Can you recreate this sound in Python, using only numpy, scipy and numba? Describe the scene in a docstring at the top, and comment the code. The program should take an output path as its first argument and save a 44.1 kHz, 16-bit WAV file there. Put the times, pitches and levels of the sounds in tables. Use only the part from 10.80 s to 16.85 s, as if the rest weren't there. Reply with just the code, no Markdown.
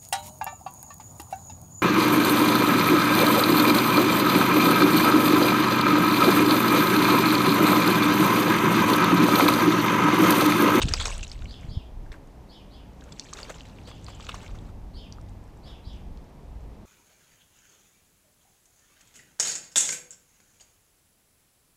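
"""On a patio a bird bathes in a shallow plastic tray, close to a small camera on the ground.
Wing slaps are swarms of bursting films with plops of trapped air; spray, and faint late rustles of feathers
and wing flaps, are masses of small ringing bubbles with filtered noise. A sparrow beyond the fence chirps in
frequency-modulated whistles with echoes, wind buffets the microphone as low noise and short puffs, a far
engine drones as a wavering sine, and far traffic, rustle and hiss are shaped noise."""
import sys
import numpy as np
from scipy import signal
from scipy.fft import rfft, irfft
from scipy.io import wavfile
from scipy.ndimage import uniform_filter1d
from numba import njit

SR = 44100
rng = np.random.default_rng(int(sys.argv[2]) if len(sys.argv) > 2 else 0)


def file_out(sig):
    """Save sig as 16-bit WAV at sys.argv[1]."""
    # one column per channel
    cols = np.atleast_2d(sig).T
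    # limit, then scale
    lim = np.clip(cols, -1, 1)
    pcm = np.round(lim * 32767).astype(np.int16)
    wavfile.write(sys.argv[1], SR, pcm)


def decibels_to_gain(level_db):
    """Convert a level in decibels to a linear amplitude gain (20 dB per decade)."""
    exponent = np.asarray(level_db, float) / 20
    return 10 ** exponent


N = 266981
T = np.arange(N) / SR


def unit(x):
    """Normalization: the signal is scaled to rms 1."""
    return x / np.sqrt(np.mean(x ** 2))


def curve(rows):
    """Linear interpolation: a table's columns per sample, and a gate with 30 ms ramps outside its span."""
    s, *columns = np.transpose(rows)
    gate = np.interp(T, [s[0] - .03, s[0], s[-1], s[-1] + .03], [0, 1, 1, 0])
    return [np.interp(T, s, c) for c in columns] + [gate]


def colour(x, points):
    """Minimum-phase filtering: the folded cepstrum of an (f/Hz, level/dB) response gives a causal filter."""
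    hz, db = np.transpose(points)
    grid_hz = np.linspace(1, SR / 2, 513)
    log_gain = np.interp(np.log(grid_hz), np.log(hz), db) * np.log(10) / 20
    cepstrum = irfft(log_gain)
    cepstrum[1:512] *= 2
    cepstrum[513:] = 0
    impulse = irfft(np.exp(rfft(cepstrum)))
    return signal.fftconvolve(x, impulse)[:len(x)]


def band(x, lo_hz, hi_hz, order=2):
    """Band-pass filtering with a maximally flat (Butterworth) response."""
    return signal.sosfilt(signal.butter(order, [lo_hz, hi_hz], "band", fs=SR, output="sos"), x)


def walk(rate):
    """Smoothed random modulation: values held 1 / rate s, averaged twice over that time; spread near 1."""
    k = int(SR / rate)
    held = np.repeat(rng.standard_normal(N // k + 1), k)
    return 1.58 * uniform_filter1d(uniform_filter1d(held, k), k)[:N]


@njit
def bubbles(n, start, step, cycles, size, glide, rise):
    """Damped resonance: each bubble swells, then rings down as its pitch (radians a sample) climbs."""
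    out = np.zeros(n)
    for k in range(len(start)):
        phase, length = 0., cycles[k] * 2 * np.pi / step[k]
        for j in range(min(int(4 * length), n - start[k])):
            x = j / length
            phase += step[k] * (1 + glide * x)
            out[start[k] + j] += size[k] * (1 - np.exp(-x / rise)) * np.exp(-1.5 * x) * np.sin(phase)
    return out


def ring(s, hz, cycles, size, glide, rise=0.18):
    """Superposition of damped bubbles: times in s, starting pitches in Hz, lengths in cycles."""
    step = 2 * np.pi * np.clip(hz, 20, .3 * SR) / SR
    start = (np.ravel(s) * SR).astype(np.int64)
    return bubbles(N, start, step.ravel(), np.ravel(cycles + 0 * step), np.ravel(size), glide, rise)


# how hard the water churns, one list for each bout of bathing:
# [t/s, nominal spray level/dB, nominal slosh level/dB]
BATHING_BOUTS = [
    [(0, -40.5, -48), (.2, -37, -48), (.348, -43.5, -47), (.5, -49, -74), (.644, -58.5, -59),
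     (.9, -62.5, -63)],
    [(2.17, -69, -74), (2.272, -64, -59.5), (2.482, -49, -86), (2.56, -55, -48.5), (2.652, -51, -49),
     (2.804, -54.5, -58), (2.95, -60, -63), (3.38, -57, -60), (3.42, -45.5, -59), (3.634, -51, -53),
     (3.78, -62, -66), (3.9, -64, -58)],
]
# sheets of water thrown by wing strokes, then (at 4.84 and 5.93 s) faint late rustles of feathers and
# wing flaps: [t/s, nominal level of the spray sound/dB, nominal level of the slosh sound/dB, length/ms]
WING_SURGES = [(0.016, -18, -56, 18), (0.084, -24.5, -44, 14), (0.139, -20, -35, 6.6),
               (0.194, -24.5, -45, 42), (0.253, -21, -41, 24), (.274, -32.5, -56, 65),
               (.317, -33.5, -53, 37), (0.427, -29, -65, 20), (.515, -39, -66, 16), (1.255, -72, -62, 37),
               (1.317, -48, -50, 22), (1.335, -66, -51, 38), (2.32, -39.5, -54, 11.4),
               (2.529, -32.5, -59, 12), (2.555, -47, -50, 75), (2.583, -37, -45, 35),
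               (2.693, -37.5, -40.5, 20), (2.745, -44, -51.5, 24), (2.854, -58, -69, 11),
               (3.069, -44.5, -47.5, 36), (3.278, -43, -46, 29), (3.487, -30, -36, 15),
               (3.54, -38.5, -45, 24), (3.748, -55, -49, 21), (4.84, -68, -54.5, 99), (5.12, -58, -64, 76),
               (5.93, -64, -72, 40)]


def churn():
    """Energy addition: the envelopes of wing surges add in power to those of the bathing bouts."""
    high, low = np.zeros(N), np.zeros(N)
    for rows in BATHING_BOUTS:
        db, slosh_db, gate = curve(rows)
        high = np.maximum(high, gate * decibels_to_gain(db))
        low = np.maximum(low, gate * decibels_to_gain(slosh_db))
    for s, db, slosh_db, ms in WING_SURGES:
        x = (T - s) * 1000 / ms
        surge = np.clip(x / 0.18, 0, 1) * np.exp(-1.2 * np.clip(x, 0, 9) ** 2)
        high = np.hypot(high, decibels_to_gain(db) * surge)
        low = np.hypot(low, decibels_to_gain(slosh_db) * surge)
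    return high, low


# filter response that colours the spray: [f/Hz, relative level/dB]
SPRAY_RESPONSE = [(300, -41), (650, -7), (1100, -16), (1880, -23), (2750, -8), (4860, -9), (6900, -4.5),
                  (8150, 3), (8800, -42), (9700, -19), (12500, -41), (15400, -52), (16000, -60)]


def spray(count=30000):
    """Random superposition: small bubbles and noise in uneven flurries give spray and late wing rustles."""
    high, low = churn()
    u, v = rng.random((4, count)), rng.random((4, count // 3))
    fizz_hz = 1200 * np.exp(2.3 * u[2])
    fizz_size = decibels_to_gain(-3 * np.log(u[0] + .003))  # few large, many small
    fizz = ring(u[1] * N / SR, fizz_hz, 2.5 + 12 * u[3] ** 3, fizz_size, .04)
    wash = unit(colour(unit(fizz) + decibels_to_gain(-13) * rng.standard_normal(N), SPRAY_RESPONSE))
    # a shared flurry, and one of its own for each pitch band
    flurry = 1.1 * walk(90)
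    edges_hz = 300 * 1.6 ** np.arange(9)
    wash = sum(decibels_to_gain(flurry + 1.2 * walk(90)) * band(wash, lo, min(1.6 * lo, 19000)) for lo in edges_hz)
    glug_hz = 400 * np.exp(2.1 * v[2])
    glug_size = decibels_to_gain(-2.5 * np.log(v[0] + .005))
    glugs = ring(v[1] * N / SR, glug_hz, 2.5 + 6 * v[3] ** 3, glug_size, .05)
    slosh = unit(glugs) + decibels_to_gain(-5.5) * unit(band(rng.standard_normal(N), 330, 2000, order=1))
    return high * wash + low * decibels_to_gain(2.0 * walk(50)) * unit(slosh)


def drips(count=600):
    """Random arrivals: small drops fall back at chance moments, louder where the churn is stronger."""
    centre_hz, log_spread = 3690, .4
    over_spray_db, scatter_db = 12.5, 2.5
    s = rng.random(count) * N / SR
    g = rng.standard_normal((2, count))
    hz = centre_hz * np.exp(log_spread * g[1])
    rows = []
    for bout in BATHING_BOUTS:
        at, db, _ = np.transpose(bout)
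        wet = (s > at[0]) & (s < at[-1])
        drop_db = np.interp(s, at, db) + over_spray_db + scatter_db * g[0]
        rows += list(np.transpose([s, drop_db, hz])[wet])
    return rows


# low rumble and brighter flutter of wind on the microphone:
# [t/s, nominal rumble level/dB, nominal flutter level/dB]
WIND_GUSTS = [(0, -28, -39), (.08, -37, -36), (.2, -33.5, -49.5), (.27, -36.5, -52), (.42, -33.5, -52),
              (.52, -39.5, -53.5), (.67, -33, -52), (.73, -47, -53), (.8, -40, -57), (.86, -51, -49),
              (.98, -34.5, -48.5), (1.05, -47, -56), (1.18, -35.5, -54), (1.33, -38, -59),
              (1.42, -50.5, -52.5), (3.05, -50.5, -51.5), (3.3, -47, -53.5), (3.57, -44, -51),
              (3.73, -34.5, -49), (3.82, -43, -43), (3.93, -40.5, -50), (4.3, -45, -51), (5.0, -48, -51.5),
              (5.33, -41, -52.5), (5.5, -50, -52.5), (5.75, -40.5, -53.5), (6.05, -46.5, -50.5)]
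# sudden puffs: [t/s, peak level/dB, nominal f/Hz that sets how brief the cycle is]
WIND_PUFFS = [(0.044, -21, 83.4), (.052, -21, 198), (0.058, -22.5, 124), (.117, -20, 72.7),
              (.844, -31, 127), (0.887, -26, 74.4), (0.913, -30, 111), (.971, -18.5, 97),
              (3.731, -31, 72.7), (5.071, -29.5, 96.9)]


def wind():
    """Amplitude-modulated band noise for gusts, with one-cycle pressure pulses for puffs."""
    db, flutter_db, _ = curve(WIND_GUSTS)
    rumble = unit(band(rng.standard_normal(N), 22, 60.8))
    flutter = unit(band(rng.standard_normal(N), 85, 215))
    out = decibels_to_gain(db + walk(9)) * rumble + decibels_to_gain(flutter_db + walk(20)) * flutter
    for s, peak_db, hz in WIND_PUFFS:
        x = (T - s - 0.0032) * hz * np.pi  # the pulse crosses zero 3.2 ms after its listed time
        out += decibels_to_gain(peak_db) * np.sqrt(2 * np.e) * x * np.exp(-x * x)
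    return out


def traffic():
    """Narrow-band noise: the envelope of the far road's low boom wavers because its band is narrow."""
    centre_hz, width_hz, level_db = 62, 8.1, -53.5
    boom = band(rng.standard_normal(N), centre_hz - width_hz / 2, centre_hz + width_hz / 2)
    return decibels_to_gain(level_db) * unit(boom)


# spectrum of the background: [f/Hz, relative level per Hz/dB]
GARDEN_SPECTRUM = [(59, -19), (100, -9.5), (207, -13.5), (265, -6), (339, -10.5), (488, -12), (900, -14.5),
                   (1400, -26), (2200, -28.5), (3290, -33), (5950, -36.5), (9590, -42), (13000, -43),
                   (15400, -47), (16000, -75)]


def garden():
    """Spectrally shaped noise: far traffic and rustle over microphone hiss, its lower part swelling slowly."""
    x = decibels_to_gain(-53.5) * unit(colour(rng.standard_normal(N), GARDEN_SPECTRUM))
    return x + (decibels_to_gain(0.4 * walk(1.46)) - 1) * band(x, 230, 1000)


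# wing slaps and the clearest single drops:
# [t/s, summed strength of the films before filtering as level/dB, crack f/Hz]
WING_SLAPS = [(.0173, -8, 3700), (.0228, -12.5, 3300), (0.033, -12.5, 3100), (0.0551, -21, 4040),
              (0.084, -12.5, 3020), (.123, -44, 5330), (.1373, 0, 5370), (.185, -23.5, 3280),
              (0.1993, -18.5, 2900), (0.2128, -24, 2190), (.255, -8.5, 5970), (0.276, -21, 4300),
              (0.281, -14, 5800), (0.38, -18.5, 8400), (0.3938, -24.5, 2740), (0.428, -38, 2690),
              (.4683, -26.5, 3580), (0.4792, -24, 6750), (0.4974, -29, 4900), (0.516, -22, 4560),
              (0.5917, -35, 4200), (0.6212, -31.5, 3030), (.644, -32, 6030), (.656, -28, 2930),
              (0.7095, -31, 3800), (.741, -29, 3230), (.811, -35, 6860), (.832, -34.5, 2730),
              (1.319, -29, 3960), (1.474, -41.5, 7400), (2.1334, -47, 6100), (2.2098, -34, 4400),
              (2.2394, -30.5, 7760), (2.321, -46, 4000), (2.3874, -35, 6250), (2.3962, -17.5, 3980),
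              (2.3962, -16, 6630), (2.4444, -30.5, 6450), (2.493, -35, 3100), (2.535, -13, 6270),
              (2.571, -28, 3830), (2.589, -28, 4020), (2.6308, -19, 4870), (2.6455, -29, 3000),
              (2.662, -37, 3860), (2.7428, -31, 3440), (2.783, -35, 5040), (2.7984, -34, 4500),
              (2.807, -26, 3460), (2.854, -32, 2740), (2.986, -34, 2540), (3.0737, -31.5, 3560),
              (3.1136, -31.5, 2340), (3.244, -30, 7200), (3.2648, -29.5, 4130), (3.4067, -27, 2880),
              (3.4414, -38, 3360), (3.4674, -24.5, 3230), (3.4923, -14.5, 2950), (3.518, -24, 3400),
              (3.6632, -31.5, 2570), (3.788, -31, 3870), (4.3243, -27, 5440), (4.413, -38, 6900),
              (4.4869, -42.5, 3440), (4.493, -39, 8100), (4.64, -42.5, 8120), (4.678, -46, 6920),
              (4.773, -44, 7460), (4.8803, -39, 3400), (5.3734, -36.5, 4100), (5.443, -46.5, 6160),
              (5.8076, -47, 5940)]


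def slaps(count=20):
    """Superposed transients: each slap or drop is a tight swarm of bursting films round one pitch."""
    burst_s = .0028  # span of the swarm
    s, db, hz = np.array(WING_SLAPS + drips()).T[:, :, None]
    u, g = rng.random((len(s), count)), rng.standard_normal((len(s), 2 * count))
    stray = np.arange(count) % 2  # every other film is shorter and scattered wider in pitch
    size = decibels_to_gain(-30 * np.abs(u - .3) - 2.7 * stray) * np.sign(g[:, :count])  # the swarm swells, then thins
    size *= decibels_to_gain(db) / np.linalg.norm(size, axis=1, keepdims=True)  # the films share the slap's energy
    pitch = hz * np.exp(0.05 * stray + (0.12 + 0.35 * stray) * g[:, count:])
    crack = ring(s + burst_s * (u - .2), pitch, 4.5 - 3.46 * stray, size, 0.02)
    return band(crack, 850, 9000, order=4)


# plops of trapped air: [t/s, strength before the swell and decay as level/dB, starting f/Hz]
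AIR_PLOPS = [(.0173, -16.5, 1040), (0.1374, -15.5, 1260), (0.1986, -32, 1410), (0.2123, -21.5, 1030),
             (0.256, -15, 1300), (0.2758, -32, 1640), (0.2809, -21, 1040), (0.3048, -23, 1040),
             (0.621, -33, 1360), (1.263, -38, 1570), (1.318, -32, 1740), (1.328, -29, 2030),
             (1.341, -31.5, 1500), (2.222, -35, 1540), (2.3956, -44, 830), (2.53, -23.5, 1160),
             (2.589, -26, 1540), (2.6967, -34, 980), (2.743, -38, 1470), (3.114, -34, 1150),
             (3.284, -26, 1110), (3.3987, -29, 1150), (3.4417, -35, 1280), (3.4922, -18, 1250),
             (3.5426, -21, 1090), (3.693, -36, 1220), (3.747, -35, 1220), (3.892, -36.5, 1250),
             (4.3845, -32, 1230)]


def plops():
    """Bubble resonance: trapped air rings for a few cycles as its pitch climbs slightly."""
    s, db, hz = np.transpose(AIR_PLOPS)
    return ring(s, hz, 2.6, decibels_to_gain(db), 0.026, rise=0.41)


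def splashes():
    """Reverberation: tray rim, paving and fence return a short decaying tail of slaps and plops."""
    water = slaps() + plops()
    t = np.arange(int(.08 * SR)) / SR
    tail = rng.standard_normal(len(t)) * decibels_to_gain(-60 * t / 0.09)  # 60 dB of decay in 0.09 s
    return water + decibels_to_gain(-9.5) * signal.fftconvolve(water, tail / np.linalg.norm(tail))[:N]


# sparrow chirps: [t/s, base level/dB, pitch factor, second note's added level/dB]
SPARROW_CHIRPS = [(.672, -54.5, 0.96, 3), (0.884, -56, 0.97, 4.5), (1.685, -58.5, 0.97, 4.5),
                  (1.899, -61.5, 0.94, 5), (3.043, -58.5, 0.95, 4), (3.258, -59, 0.94, 3.5),
                  (4.135, -55.5, 0.97, 4.5), (4.828, -59, 1., 7), (5.036, -59, 0.98, 5)]
# first, rising note of a chirp before the pitch factor: [t/s into the chirp, f/Hz, relative level/dB]
RISING_NOTE = [(0, 4090, -11), (.012, 4385, 1), (.03, 4856, -1.5), (.05, 5250, -0.5), (.07, 4900, -14.5),
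               (.085, 4180, -39), (.095, 4200, -37)]
# second, falling note of a chirp before the pitch factor: [t/s into the chirp, f/Hz, relative level/dB]
FALLING_NOTE = [(.02, 3262, -18), (.035, 3500, -6), (.06, 3576, -2.5), (.085, 3316, -5), (.11, 3000, -10),
                (.135, 2660, -10), (.147, 2680, -37)]


def sparrow():
    """Frequency modulation: two hoarse, warbled whistles a chirp, smeared by echoes from fences and walls."""
    out = np.zeros(N)
    t = np.arange(int(.15 * SR)) / SR
    for (s, db, pitch, fall_db), flutter in zip(SPARROW_CHIRPS, rng.random(len(SPARROW_CHIRPS))):
        hoarse = unit(uniform_filter1d(rng.standard_normal(len(t)), size=60))  # the pitch trembles
        warble_hz = 200 * np.sin(2 * np.pi * (120 * t + flutter))
        for note, gain in ((RISING_NOTE, 1), (FALLING_NOTE, decibels_to_gain(fall_db))):
            at, hz, note_db = np.transpose(note)
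            f = pitch * np.interp(t, at, hz) + warble_hz
            phase = 2 * np.pi * np.cumsum(f + 170 * hoarse) / SR
            envelope = decibels_to_gain(np.interp(t, at, note_db, left=-80, right=-80))
            tone = (np.sin(phase) + decibels_to_gain(-21.5) * np.sin(2 * phase)) * envelope
            out[int(s * SR):int(s * SR) + len(t)] += decibels_to_gain(db) * gain * tone
    t = np.arange(int(.4 * SR)) / SR
    echoes = rng.standard_normal(len(t)) * decibels_to_gain(-60 * t / 0.42)  # 60 dB of decay in 0.42 s
    return out + decibels_to_gain(4.0) * signal.fftconvolve(out, echoes / np.linalg.norm(echoes))[:N]


# a far engine's drone: [t/s, f/Hz, nominal level/dB]
ENGINE_DRONE = [(2.8, 106.5, -74), (2.868, 101.6, -50), (2.936, 99.7, -55.5), (3.26, 102.7, -43),
                (3.576, 97.9, -48.5), (4.116, 99.6, -47), (4.206, 97.3, -56), (4.476, 97, -42.5),
                (4.7, 103.7, -50.5)]


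def drone():
    """Phase integration: a sine follows the engine's wavering pitch, and its level comes and goes."""
    hz, db, gate = curve(ENGINE_DRONE)
    return gate * decibels_to_gain(db + walk(6)) * np.sin(2 * np.pi * np.cumsum(hz) / SR)


def scene():
    """Linear superposition: bath, wind, garden, sparrow and engine add at one microphone."""
    return (spray() + wind() + traffic() + garden() + splashes() + sparrow() + drone())[None]


def band_limit(x):
    """A steep low-pass at the top of the band."""
    return signal.sosfilt(signal.butter(12, 15570, fs=SR, output="sos"), x)


def record(dry):
    """Signal chain: the camera takes the single microphone's mix at unchanged gain."""
    return band_limit(dry)


dry = scene()
out = record(dry)
file_out(out)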